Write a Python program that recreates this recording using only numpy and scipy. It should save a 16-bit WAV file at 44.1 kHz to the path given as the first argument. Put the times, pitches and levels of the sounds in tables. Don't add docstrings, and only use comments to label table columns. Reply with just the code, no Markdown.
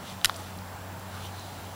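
import sys
import numpy as np
from scipy import signal
from scipy.fft import rfft, irfft
from scipy.io import wavfile
from scipy.ndimage import uniform_filter1d

SR = 44100
rng = np.random.default_rng(int(sys.argv[2]) if len(sys.argv) > 2 else 0)


def transcribe(u):
    v = np.clip(np.atleast_2d(u).T, -1, 1)
    q = np.round(v * 32767).astype(np.int16)
    wavfile.write(sys.argv[1], SR, q)


N = 77175
T = np.arange(N) / SR


def amp(db):
    return 10 ** (np.asarray(db) / 20)


def unit(x):
    return x / np.sqrt(np.mean(x ** 2) + 1e-20)


def eq_db(curve, hz):
    f, db = np.transpose(curve)
    return np.interp(np.log(hz + 1), np.log(f), db)


def add(mix, s, sound):
    part = mix[max(round(s * SR), 0):][:len(sound)]
    part += sound[:len(part)]


def colour(x, curve, tilt_db=0):
    hz = abs(np.fft.fftfreq(2048, 1 / SR))
    log_gain = np.log(amp(eq_db(curve, hz) + tilt_db * np.log2(hz + 1)))
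    response = np.exp(np.conj(signal.hilbert(log_gain)))
    taps = np.fft.ifft(response).real[:len(hz) // 2]
    return signal.fftconvolve(x, taps / np.linalg.norm(taps))[:len(x)]


def resonate(x, hz, width_hz):
    carrier = np.exp(2j * np.pi * hz * T[:len(x)])
    pole = np.exp(-np.pi * width_hz / SR)
    return (carrier * signal.lfilter([(1 - pole) ** 2], [1, -2 * pole, pole ** 2], x / carrier)).real


def drift(rate_hz):
    hz = np.fft.rfftfreq(N, 1 / SR)
    return unit(irfft(rfft(rng.standard_normal(N)) * (hz > 0) / (1 + (hz / rate_hz) ** 4), N))


def grains(per_s, spread_db):
    size = amp(spread_db * np.minimum(rng.exponential(1, N), 4))
    return unit(size * rng.choice([-1, 1], N) * (rng.random(N) < per_s / SR))


def pop(hz, db, t60, rise_s):
    t = T[:SR // 20]
    volume = amp(db - 60 * t / t60) * (1 - np.exp(-t / rise_s)) * np.sin(2 * np.pi * hz * t)
    return np.diff(volume, prepend=0) * SR / (2 * np.pi * hz)


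def burst(hold_s, t60):
    t = T[:SR // 20]
    envelope = amp(-60 * np.maximum(t - hold_s, 0) / t60)
    spectrum = rfft(envelope * rng.standard_normal(len(t)))
    contour = np.sqrt(uniform_filter1d(abs(spectrum) ** 2, size=40) + 1e-12)
    spray = irfft(spectrum / contour, len(t)) * np.sqrt(envelope)
    return spray * np.linalg.norm(envelope) / np.linalg.norm(spray)


def air():
    # f/Hz, relative level/dB
    air_eq = [(25, -33), (60, 3), (130, 0.5), (220, 0), (350, -7), (550, -4), (820, 0.5), (1100, -4.5),
              (1500, -8), (2200, -14.5), (3500, -17.5), (6000, -21), (9000, -24.5), (11000, -22),
              (12600, -29.5), (15000, -18), (16000, -23.5)]
    level_db, patch_db = -42.5, 0.78
    frames = dict(nperseg=1024, noverlap=768)
    hz, _, noise = signal.stft(rng.standard_normal(N), SR, **frames)
    patches = uniform_filter1d(rng.standard_normal(noise.shape), size=10, axis=0)
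    patches = unit(uniform_filter1d(patches, size=12, axis=1))
    gain = amp(eq_db(air_eq, hz)[:, None] + patch_db * patches)
    _, bed = signal.istft(noise * gain, **frames)
    return amp(level_db) * unit(bed[:N])


def wind():
    # peak t/s, half length/s, level/dB, f/Hz
    gusts = [(0.863, 0.18, -54.5, 1520), (1.154, 0.037, -46.5, 1360)]
    out = np.zeros(N)
    for s, half_s, db, hz in gusts:
        swell = np.exp(-.5 * ((T - s) / half_s) ** 2)
        out += amp(db) * swell * unit(resonate(rng.standard_normal(N), hz, width_hz=570))
    return out


def hum():
    # t/s, f/Hz, rms level/dB
    fundamental_path = [(0, 93.9, -49.5), (.3, 93.73, -47.5), (.65, 93.15, -45.5), (.8, 93.4, -46),
                        (.89, 93.93, -42), (1.2, 94.1, -45), (1.3, 94.55, -42.5), (1.42, 94.6, -45.5),
                        (1.75, 95.3, -45.5)]
    # t/s, rms level/dB
    octave_fader = [(0, -58.5), (.15, -46.5), (.24, -54.5), (.35, -63), (.47, -55), (.59, -46.5),
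                    (.82, -58.5), (.95, -53.5), (1.07, -48.5), (1.2, -57), (1.33, -58), (1.43, -63),
                    (1.56, -53.5), (1.75, -63)]
    waver_hz, waver_db = 0.75, 1.13
    s, hz, db = np.transpose(fundamental_path)
    pitch = np.interp(T, s, hz) + waver_hz * drift(rate_hz=6)
    phase = 2 * np.pi * np.cumsum(pitch) / SR
    fundamental = amp(np.interp(T, s, db) + waver_db * drift(rate_hz=9.6)) * np.sin(phase)
    octave = amp(np.interp(T, *np.transpose(octave_fader))) * np.sin(2 * phase)
    return np.sqrt(2) * (fundamental + octave)


def whine():
    # f/Hz, rms level/dB
    tones = [(7560, -65), (15120, -80)]
    jitter_hz = 12
    out = np.zeros(N)
    for hz, db in tones:
        pitch = hz + jitter_hz * drift(rate_hz=30)
        out += amp(db) * np.sin(2 * np.pi * np.cumsum(pitch) / SR)
    return np.sqrt(2) * out


def sleeve():
    # peak t/s, rise/s, fall/s, level/dB, rub f/Hz, rub width/Hz, rub gain against the fibres
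    strokes = [(.095, 0.045, 0.042, -46, 3400, 1500, .8), (.38, 0.13, .13, -50, 3670, 1800, 0.38),
               (1.19, 0.063, 0.054, -49, 3600, 1800, 0.45), (1.258, .03, 0.024, -46, 3150, 900, 0.94),
               (1.385, 0.047, 0.12, -50.5, 4030, 700, 1.1), (1.66, 0.23, 0.16, -54, 3100, 1500, 0.27)]
    # f/Hz, relative level/dB
    wool_eq = [(300, -21), (1200, -7.5), (2200, -6), (3000, 2), (4300, -0.5), (5300, -4), (6000, 0),
               (6900, -8), (7700, -4.5), (8600, -9), (10000, -4.5), (11300, -9.5), (12800, -14.5),
               (16000, -15.5)]
    fibres_per_s = 5500
    out = np.zeros(N)
    for s, rise_s, fall_s, db, hz, width_hz, rub_gain in strokes:
        fibres = colour(grains(fibres_per_s, spread_db=2.5), wool_eq)
        rub = unit(resonate(grains(fibres_per_s, spread_db=3.5), hz, width_hz))
        swell = np.exp(-.5 * ((T - s) / np.where(T < s, rise_s, fall_s)) ** 2)
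        out += amp(db) * swell * unit(fibres + rub_gain * rub)
    return out


def droplets():
    # t/s, level/dB, f/Hz, burst t60/s
    ticks = [(.0985, -36, 4300, .008), (0.2142, -36.5, 3420, .008), (.2412, -37, 3700, 0.0081),
             (0.268, -43, 12500, .006), (.2936, -41, 13000, .006), (0.3425, -37, 4070, 0.007),
             (.3610, -38, 5300, .014), (.3642, -40, 8600, .012), (.3660, -39, 10000, .008),
             (0.3918, -44, 8660, .008), (.4055, -44, 12000, .008), (0.5753, -45, 10000, .008),
             (.5870, -42, 4500, .014), (.9958, -50, 6410, .005), (.9960, -46, 11000, .005),
             (1.396, -43, 6250, 0.011)]
    out = np.zeros(N)
    for s, db, hz, t60 in ticks:
        spray = burst(hold_s=0.00043, t60=t60)
        tick = unit(resonate(spray, hz, width_hz=.34 * hz))
        add(out, s, amp(db) * spray.std() * tick)
    return out


def clod():
    # f/Hz, level/dB, t60/s, rise/s, lag after landing/s
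    plops = [(3450, -8, 0.0027, 0.00042, 0.00029), (5400, -24, 0.0018, .0002, 0.0041),
             (1060, 4, .0034, 0.0012, .00025)]
    landing_s, slump_lag_s, slump_db = .29615, 0.00353, -18
    out = np.zeros(N)
    for hz, db, t60, rise_s, lag_s in plops:
        plop = pop(hz, db, t60, rise_s)
        add(out, landing_s + lag_s, plop)
        add(out, landing_s + lag_s + slump_lag_s, amp(slump_db) * plop)
    return out


def slap():
    # t/s, level/dB, hold/s, burst t60/s, tilt/(dB per octave)
    contacts = [(.2455, -13.5, 0.0012, 0.0043, 1), (0.2488, -18, 0.0016, 0.0098, 0),
                (0.2531, -22.5, 0.00068, 0.0065, -4), (.2565, -17.5, 0.0013, .0055, 1.5)]
    # f/Hz, relative level/dB
    splat_eq = [(100, -23), (600, -15), (1000, -21), (1300, 2.5), (1900, -1), (2300, -5.5), (2800, 3.5),
                (3900, 4), (5200, -1), (6700, -5), (7500, -1), (8200, -4.5), (9200, 1.5), (10500, -5.5),
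                (11800, -3), (13200, -9.5), (16000, -19)]
    # t/s, f/Hz, level/dB, t60/s
    pockets = [(.2460, 3120, 1, 0.0035), (.2460, 1460, -10.5, 0.0079), (0.2467, 4590, -3, 0.0023),
               (0.2483, 1840, -14, .009), (0.2493, 3600, -13, 0.0044), (0.2514, 1290, -20, 0.0072),
               (.2569, 5230, -9, 0.0053), (.2570, 3900, -12, 0.0062), (.2570, 1970, -15.5, 0.0084)]
    fizz_db, fizz_t60_s = -41, 0.29
    thud_db, thud_t60_s = -48, .03
    out = np.zeros(N)
    for s, db, hold_s, t60, tilt_db in contacts:
        add(out, s, amp(db) * colour(burst(hold_s, t60), splat_eq, tilt_db))
    for s, hz, db, t60 in pockets:
        add(out, s, pop(hz, db, t60, rise_s=0.00012))
    fizz = colour(grains(per_s=8600, spread_db=3), splat_eq)
    fizz *= amp(fizz_db - 60 * T / fizz_t60_s)
    thud = unit(resonate(rng.standard_normal(N), hz=380, width_hz=150))
    thud *= amp(thud_db - 60 * T / thud_t60_s)
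    first_touch_s = contacts[0][0]
    add(out, first_touch_s, fizz + thud)
    return out


def scene():
    mix = slap() + clod() + droplets() + sleeve() + air() + wind() + hum() + whine()
    return np.tile(mix, (2, 1))


def record(dry):
    cutoff_hz = 15850
    low_pass = signal.firwin(511, cutoff_hz, window=("kaiser", 9), fs=SR)
    return signal.oaconvolve(dry, low_pass[None], "same")


dry = scene()
out = record(dry)
transcribe(out)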